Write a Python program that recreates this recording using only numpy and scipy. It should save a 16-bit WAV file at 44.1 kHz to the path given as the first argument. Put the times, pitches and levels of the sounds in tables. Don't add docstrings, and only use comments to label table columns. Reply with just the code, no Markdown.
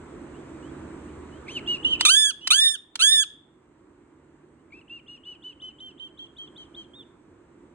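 import sys
import numpy as np
from scipy import signal
from scipy.fft import rfft, irfft, next_fast_len
from scipy.io import wavfile
from scipy.ndimage import uniform_filter1d, map_coordinates

SR = 44100
rng = np.random.default_rng(int(sys.argv[2]) if len(sys.argv) > 2 else 0)


def digitize_waveform(pressure):
    field = np.atleast_2d(pressure).T
    bounded = np.clip(field, -1, 1)
    quanta = np.round(bounded * 32767).astype(np.int16)
    wavfile.write(sys.argv[1], SR, quanta)


N = 341334
TIME = np.arange(N) / SR

# f/Hz, density/dB
FAN_SPECTRUM = [(15, -55), (25, -19.5), (64, -7.5), (143, -10), (171, -10), (337, 1), (448, -11),
                (754, -20), (953, -16), (1520, -21), (2490, -29.5), (3070, -33), (5030, -44.5),
                (8250, -34.5), (12500, -79), (16200, -110), (22000, -120)]
# f/Hz, level/dB
MOTOR_LINES = [(76, -58), (145, -54.5)]
# f/Hz, share
FAN_COHERENCE = [(60, .94), (130, .97), (300, .98), (640, .55), (1400, .55), (3100, .3), (6800, .7),
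                 (12000, .7)]
# f/Hz, left-right/dB
FAN_BALANCE = [(60, -0.5), (150, -2.5), (380, -4.0), (950, -5.5), (2380, -2.0), (5980, 0.0), (15000, 0.0)]
# f/Hz, left lead/rad
FAR_PHASE = [(0, 0), (400, .2), (1640, -.2), (2840, 2.2), (4050, 1.6), (5430, 3.3), (8000, 6.3),
             (16000, 12.6)]
# t/s, length/s, from/Hz, to/Hz, level/dB
PEEP_NOTES = [(0.344, 0.067, 2730, 3500, -62.5), (0.628, 0.074, 2840, 3400, -58.5),
              (1.075, .045, 2660, 3400, -62), (1.325, 0.068, 2920, 3290, -58.5),
              (4.572, 0.06, 2700, 3200, -62.5)]
# t/s, length/s, entry/Hz, crest/Hz, crest time/length, entry/dB, crest/dB, closing/dB,
# effort/dB, left-right/dB, left lead/rad, flick/dB, squeak/dB (None = not sung)
WHISTLE_NOTES = [ (1.485, 0.11, 2154, 3155, 0.42, -36.5, -48.5, -25.5, -24, -1, 0.97, -52, None),
                 (1.678, .095, 2795, 2918, 0.24, -26, -23.5, -28.5, -24, -2, 1.5, -43, None),
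                 (1.851, .108, 2845, 3110, 0.44, -17, -31.5, -16, -22.5, -4, 3.5, -39.5, None),
                 (2.0, .11, 2800, 3102, .4, -30, -28, -31, -18.5, -3.7, 4.5, None, None),
                 (2.413, 0.15, 2800, 3064, 0.37, -34, -22, -33, -21.5, -5, 5, None, None),
                 (4.725, .09, 2204, 2690, 0.6, -29.5, -41, -35, -32, 2.6, 0.7, -51, -42),
                 (4.9, .098, 2677, 2825, 0.45, -29, -27, -28.5, -29.5, -0.5, 0.4, -42.5, -41),
                 (5.085, 0.092, 2820, 2886, 0.42, -31.5, -29, -31, -27.5, 1, 0.1, -42.5, -37.5),
                 (5.255, 0.1, 2825, 2970, 0.32, -34, -24, -32.5, -26, .5, 0.2, -38.5, -39),
                 (5.44, 0.089, 2910, 3015, 0.26, -31.5, -23.5, -30.5, -26, .6, 0.3, -38, -39),
                 (5.622, 0.093, 2960, 3050, 0.37, -27.5, -25.5, -28.5, -27.5, .6, -1, -36.5, -52),
                 (5.806, 0.11, 3010, 3150, .32, -26.5, -28.5, -30.5, -29.5, -1.5, -1.2, -38, -48),
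                 (6.0, .094, 3030, 3165, 0.49, -29.5, -27, -32.5, -30.5, -8, 3.5, -39.5, -48),
                 (6.194, 0.076, 3140, 3248, 0.28, -27, -29.5, -30, -30, -2, 3, -38.5, -40.5),
                 (6.386, 0.091, 3156, 3205, 0.32, -30, -27.5, -35, -29, -.5, 2.5, -36.5, -35),
                 (6.581, 0.074, 3180, 3180, 0.093, -30.5, -33, -35, -27.5, .2, 2.5, -33.5, -45),
                 (6.766, 0.08, 3190, 3194, .25, -37.5, -31.5, -34.5, -27, -.2, 2.2, -35.5, -44.5),
                 (6.937, 0.099, 3150, 3690, .28, -39, -36.5, -34.5, -42, -2.5, -1.1, None, None), ]
# multiple, level/dB
WHISTLE_OVERTONES = [(2, -27), (3, -42.5)]
# f/Hz, density/dB
BREATH_SPECTRUM = [(1800, -29.5), (3200, 1.5), (4200, -4), (5000, -9), (6200, -14.5), (8500, -16.5),
                   (10500, -24.5), (11500, -57)]
# t/s, level/dB, length/s, pulse rate/Hz
CLUCK_EVENTS = [(2.008, -2, 0.0069, 1471), (2.472, 7, 0.0081, 1428), (2.9543, 2.5, 0.0078, 1440)]
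# f/Hz, density/dB
PUFF_SPECTRUM = [(300, -31), (700, -7.5), (4300, 1.5), (10000, -9.5), (14000, -31.5)]
# f/Hz, gain/dB
THROAT_GAIN = [(900, -38.5), (1350, -27), (1900, -33.5), (2300, -28), (2800, -20), (3500, -15), (4350, -20),
               (4950, -35.5), (5900, -25.5), (6800, -25.5), (7350, -36), (8800, -26), (10800, -34),
               (11400, -58.5), (12800, -41.5), (14800, -60.5)]
# t/s, pitch/Hz, effort/dB
CRY_CONTOURS = [
    [(2.052, 1332, 0), (2.061, 1187, -3), (2.079, 1188, -5.5), (2.087, 1219, 0.5), (2.108, 1524, 1.5),
     (2.147, 1624, 1), (2.166, 1712, 0), (2.21, 1758, 0.5), (2.296, 1632, -4.5), (2.306, 1530, -9),
     (2.317, 1220, -24.5)],
    [(2.505, 1255, 0), (2.51, 1160, 6.5), (2.529, 1413, 7), (2.552, 1585, 5), (2.612, 1788, 4),
     (2.649, 1826, 5), (2.734, 1768, -4.5), (2.754, 1630, -9), (2.761, 1387, -19)],
    [(2.993, 1390, -11), (3.003, 1250, -3), (3.028, 1540, 4), (3.038, 1622, 7), (3.133, 1826, 4.5),
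     (3.178, 1752, 2.5), (3.225, 1656, 1), (3.233, 1590, -7), (3.243, 1186, -19.5)],
]
# f/Hz, gain/dB
WALL_GAIN = [(1000, -17.5), (1800, -14.5), (3500, -9), (5000, -9.5), (9000, -15)]
# f/Hz, left-right/dB
NEAR_BALANCE = [(1050, -4), (1700, -0.5), (2250, -4), (2600, -11.5), (3150, -11), (3700, -2.5), (4200, 9),
                (4700, 8.5), (5300, -7.5), (5900, 0)]
# f/Hz, left lead/rad
NEAR_PHASE = [(0, 0), (1000, .3), (2100, .2), (2850, -3.5), (3450, -2.4), (4050, -4.2), (8250, 0),
              (16000, 6.3)]
# f/Hz, t60/s
ROOM_T60 = [(300, 0.56), (3500, .5), (6000, 0.27), (9000, 0.34), (14000, 0.05)]


def amp(db):
    return 10 ** (np.asarray(db) / 20)


def unit(x):
    return x / np.sqrt(np.mean(x ** 2) + 1e-20)


def along(points, hz):
    f, v = np.transpose(points)
    return np.interp(np.log(hz + 1), np.log(f + 1), v)


def wobble(rate_hz):
    return map_coordinates(rng.standard_normal(int(N * rate_hz / SR) + 4), [TIME * rate_hz])


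def filtered(x, response):
    m = next_fast_len(N + 8192)
    return irfft(rfft(x, m) * response(np.fft.rfftfreq(m, 1 / SR)), m)[..., :N]


def coloured(spectrum):
    return unit(filtered(rng.standard_normal(N), lambda hz: amp(along(spectrum, hz))))


def ports(x, balance, lead):
    half = lambda hz: amp(along(balance, hz) / 2) * np.exp(.5j * np.interp(hz, *np.transpose(lead)))
    return filtered(x, lambda hz: np.array([half(hz), 1 / half(hz)]))


def fan(rush_db=-40.5):
    z = signal.stft(rng.standard_normal((2, N)), nperseg=512)[2]
    patches = uniform_filter1d(rng.standard_normal(z.shape[1:]), size=5, axis=0)
    patches = unit(uniform_filter1d(patches, size=12, axis=1))
    a, b = signal.istft(z * amp(1.1 * patches), nperseg=512)[1][:, :N]
    colour = lambda hz: amp(along(FAN_SPECTRUM, hz))
    share = lambda hz: along(FAN_COHERENCE, hz)
    common = ports(filtered(a, lambda hz: colour(hz) * np.sqrt(share(hz))), FAN_BALANCE, FAR_PHASE)
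    apart = filtered(np.array([b, b[::-1]]), lambda hz: colour(hz) * np.sqrt(1 - share(hz)))
    hum = sum(amp(db + 5.5 * wobble(4)) * np.sin(2 * np.pi * hz * np.cumsum(1 + .02 * wobble(3)) / SR)
              for hz, db in MOTOR_LINES)
    return amp(rush_db + 1.4 * wobble(2.4)) * unit(common + apart) + hum


def call(contour, attack_s, release_s, smooth_samples=200):
    s, hz, db = np.transpose(contour)
    span = slice(int((s[0] - attack_s) * SR), int((s[-1] + release_s) * SR))
    t = TIME[span]
    edges = np.clip((t - t[0]) / attack_s, 0, 1) * np.clip((t[-1] - t) / release_s, 0, 1)
    pitch_hz = uniform_filter1d(np.interp(t, s, hz), size=smooth_samples)
    return span, pitch_hz, amp(np.interp(t, s, db)) * edges ** 2


def peep(start_s, length_s, from_hz, to_hz, db, fade_db=13):
    return [(start_s, from_hz, db), (start_s + length_s, to_hz, db - fade_db)]


def room(x, t60_scale, gap_s=.006):
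    hz, t, z = signal.stft(rng.standard_normal((2, SR * 2 // 3)), SR, nperseg=256)
    t60_s = t60_scale * along(ROOM_T60, hz)[:, None]
    tail = signal.istft(z * amp(-60 * t / t60_s), SR, nperseg=256)[1]
    delayed = np.pad(x, (int(gap_s * SR), 0))
    return signal.fftconvolve(delayed[None], tail / np.linalg.norm(tail[0]), axes=1)[:, :N]


def flick(whistle_s, entry_hz, db, length_s=.015, gap_s=.003, lead_in_s=.009):
    start_s, from_hz = whistle_s - gap_s - length_s, 1.05 * entry_hz
    return [(start_s - lead_in_s, from_hz - 478.7, db - 22),
            (start_s, from_hz, db),
            (start_s + length_s, 1.29 * entry_hz, db - 6.5)]


def arch(start_s, length_s, entry_hz, crest_hz, crest_at, entry_db, crest_db, close_db):
    sag, late_fall = .55, .15
    close_s, drop_s = .022, .005
    u = np.linspace(0, 1, num=60)
    rise = np.clip(1 - u / crest_at, 0, 1)
    fall = np.clip((u - crest_at) / (1 - crest_at), 0, 1)
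    hz = crest_hz - (crest_hz - entry_hz) * (rise ** 2 + sag * fall ** 2)
    hz -= late_fall * crest_hz * fall ** 3.7
    close_at = 1 - close_s / length_s
    db = np.interp(u, [0, crest_at, close_at, close_at + drop_s / length_s, 1],
                   [entry_db, crest_db, close_db, close_db - 9.5, close_db - 17.5])
    return np.transpose([start_s + length_s * u, hz, db])


def far_bird(overtone_db=-3.5, breath_db=-27, wet_db=-16.5):
    direct, mono, upper = np.zeros((2, N)), np.zeros(N), np.zeros(N)
    breath, flutter = coloured(BREATH_SPECTRUM), wobble(150)
    shimmer = amp(1.2 * wobble(40) + 1.1 * wobble(160))
    sides = np.array([[.5], [-.5]])
    glides = [peep(*note) for note in PEEP_NOTES]
    for *shape, effort_db, side_db, lead_rad, flick_db, squeak_db in WHISTLE_NOTES:
        span, hz, gain = call(arch(*shape), attack_s=.0068, release_s=.004)
        phase = 2 * np.pi * np.cumsum(hz) / SR
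        gain *= np.sqrt(2) * shimmer[span]
        direct[:, span] += gain * amp(sides * side_db) * np.sin(phase + sides * lead_rad)
        mono[span] += gain * np.sin(phase)
        effort = np.sqrt(2) * amp(effort_db) * (gain / gain.max()) ** .3
        overtones = sum(amp(db + overtone_db + 1.9 * k * flutter[span]) * np.sin(k * phase)
                        for k, db in WHISTLE_OVERTONES)
        upper[span] += effort * (overtones + amp(breath_db) * breath[span])
        start_s, length_s, entry_hz, crest_hz = shape[:4]
        if flick_db is not None:
            glides.append(flick(start_s, entry_hz, flick_db))
        if squeak_db is not None:
            glides.append(squeak(start_s + length_s, crest_hz, squeak_db))
    for contour in glides:
        span, hz, gain = call(contour, attack_s=.004, release_s=.0027)
        tone = np.sqrt(2) * gain * np.sin(2 * np.pi * np.cumsum(hz) / SR)
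        direct[:, span] += tone * amp(2.7 * flutter[span])
        mono[span] += tone
    reverb = amp(wet_db) * room(mono + .5 * upper, t60_scale=.84)
    return direct + ports(upper, [(3000, 0)], FAR_PHASE) + reverb


def throat(hz, tilt_db=0, swell_db=np.zeros(1), top_hz=15700):
    phase = 2 * np.pi * np.cumsum(hz) / SR
    tone = np.zeros(len(hz))
    for k in range(1, 14):
        db = along(THROAT_GAIN, k * hz) + (k - 1.5) * tilt_db + np.roll(swell_db, k * len(hz) // 14)
        tone += amp(db) * (k * hz < top_hz) * np.cos(k * phase)
    return tone


def clucks(puff, jitter, puff_db=-12.5):
    voice = np.zeros(N)
    for start_s, db, length_s, hz in CLUCK_EVENTS:
        span = slice(int(start_s * SR), int((start_s + length_s) * SR))
        swell = np.sin(np.pi * (TIME[span] - start_s) / length_s).clip(0) ** 1.1
        pulses = throat(hz * (1 + .2 * jitter[span]))
        voice[span] += amp(db) * swell * (pulses + amp(puff_db) * puff[span])
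    return voice


def cries(breath, jitter, gain_db=15.5, breath_db=-27, hoarse_s=.035, dull_below_db=-6):
    voice = np.zeros(N)
    shimmer, rasp, waver, swell_db = wobble(90), wobble(350), wobble(35), 1.3 * wobble(60)
    for contour in CRY_CONTOURS:
        span, hz, effort = call(contour, attack_s=.0016, release_s=.0073, smooth_samples=400)
        hoarse = np.exp(-((TIME[span] - contour[0][0]) / hoarse_s) ** 2)
        tilt_db = .18 * np.minimum(20 * np.log10(effort + 1e-4) - dull_below_db, 0)
        pitch_hz = hz * (1 + (.0004 + .015 * hoarse) * jitter[span] + .002 * waver[span])
        rough_db = .54 * shimmer[span] + 2.9 * hoarse * rasp[span]
        tone = throat(pitch_hz, tilt_db, swell_db[span]) * amp(rough_db)
        voice[span] += amp(gain_db) * effort * (tone + amp(breath_db) * hoarse * breath[span])
    return voice


def wall_echo(x, delay_s=.005102):
    return filtered(x, lambda hz: 1 - amp(along(WALL_GAIN, hz)) * np.exp(-2j * np.pi * hz * delay_s))


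def parakeet(wet_db=-21.5):
    breath, puff, jitter = coloured(THROAT_GAIN), coloured(PUFF_SPECTRUM), wobble(500)
    voice = clucks(puff, jitter) + cries(breath, jitter)
    return ports(wall_echo(voice), NEAR_BALANCE, NEAR_PHASE) + amp(wet_db) * room(voice, t60_scale=.9)


def gain_control(x, limit_db=-14, quick_db_per_s=8, slow_db_per_s=1.19, quick_range_db=3.5):
    power = np.abs(uniform_filter1d(np.mean(x ** 2, axis=0), size=900))
    excess_db = np.maximum(10 * np.log10(power + 1e-12) - limit_db, 0)
    recover = lambda db, rate: np.maximum.accumulate(db + rate * TIME) - rate * TIME
    quick_db = recover(excess_db, quick_db_per_s)
    slow_db = recover(excess_db - quick_range_db, slow_db_per_s)
    cut_db = uniform_filter1d(np.maximum(quick_db, slow_db).clip(0), size=1800)
    return x * amp(-cut_db)


def squeak(start_s, crest_hz, db, length_s=.012, fade_db=8):
    return [(start_s, 1.07 * crest_hz, db), (start_s + length_s, .96 * crest_hz, db - fade_db)]


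def scene():
    return parakeet() + far_bird() + fan()


def record(dry, ceiling=.95, top_hz=15800):
    ducked = gain_control(dry)
    rounded = ducked / (1 + np.abs(ducked / ceiling) ** 6) ** (1 / 6)
    return filtered(rounded, lambda hz: hz < top_hz)


dry = scene()
out = record(dry)
digitize_waveform(out)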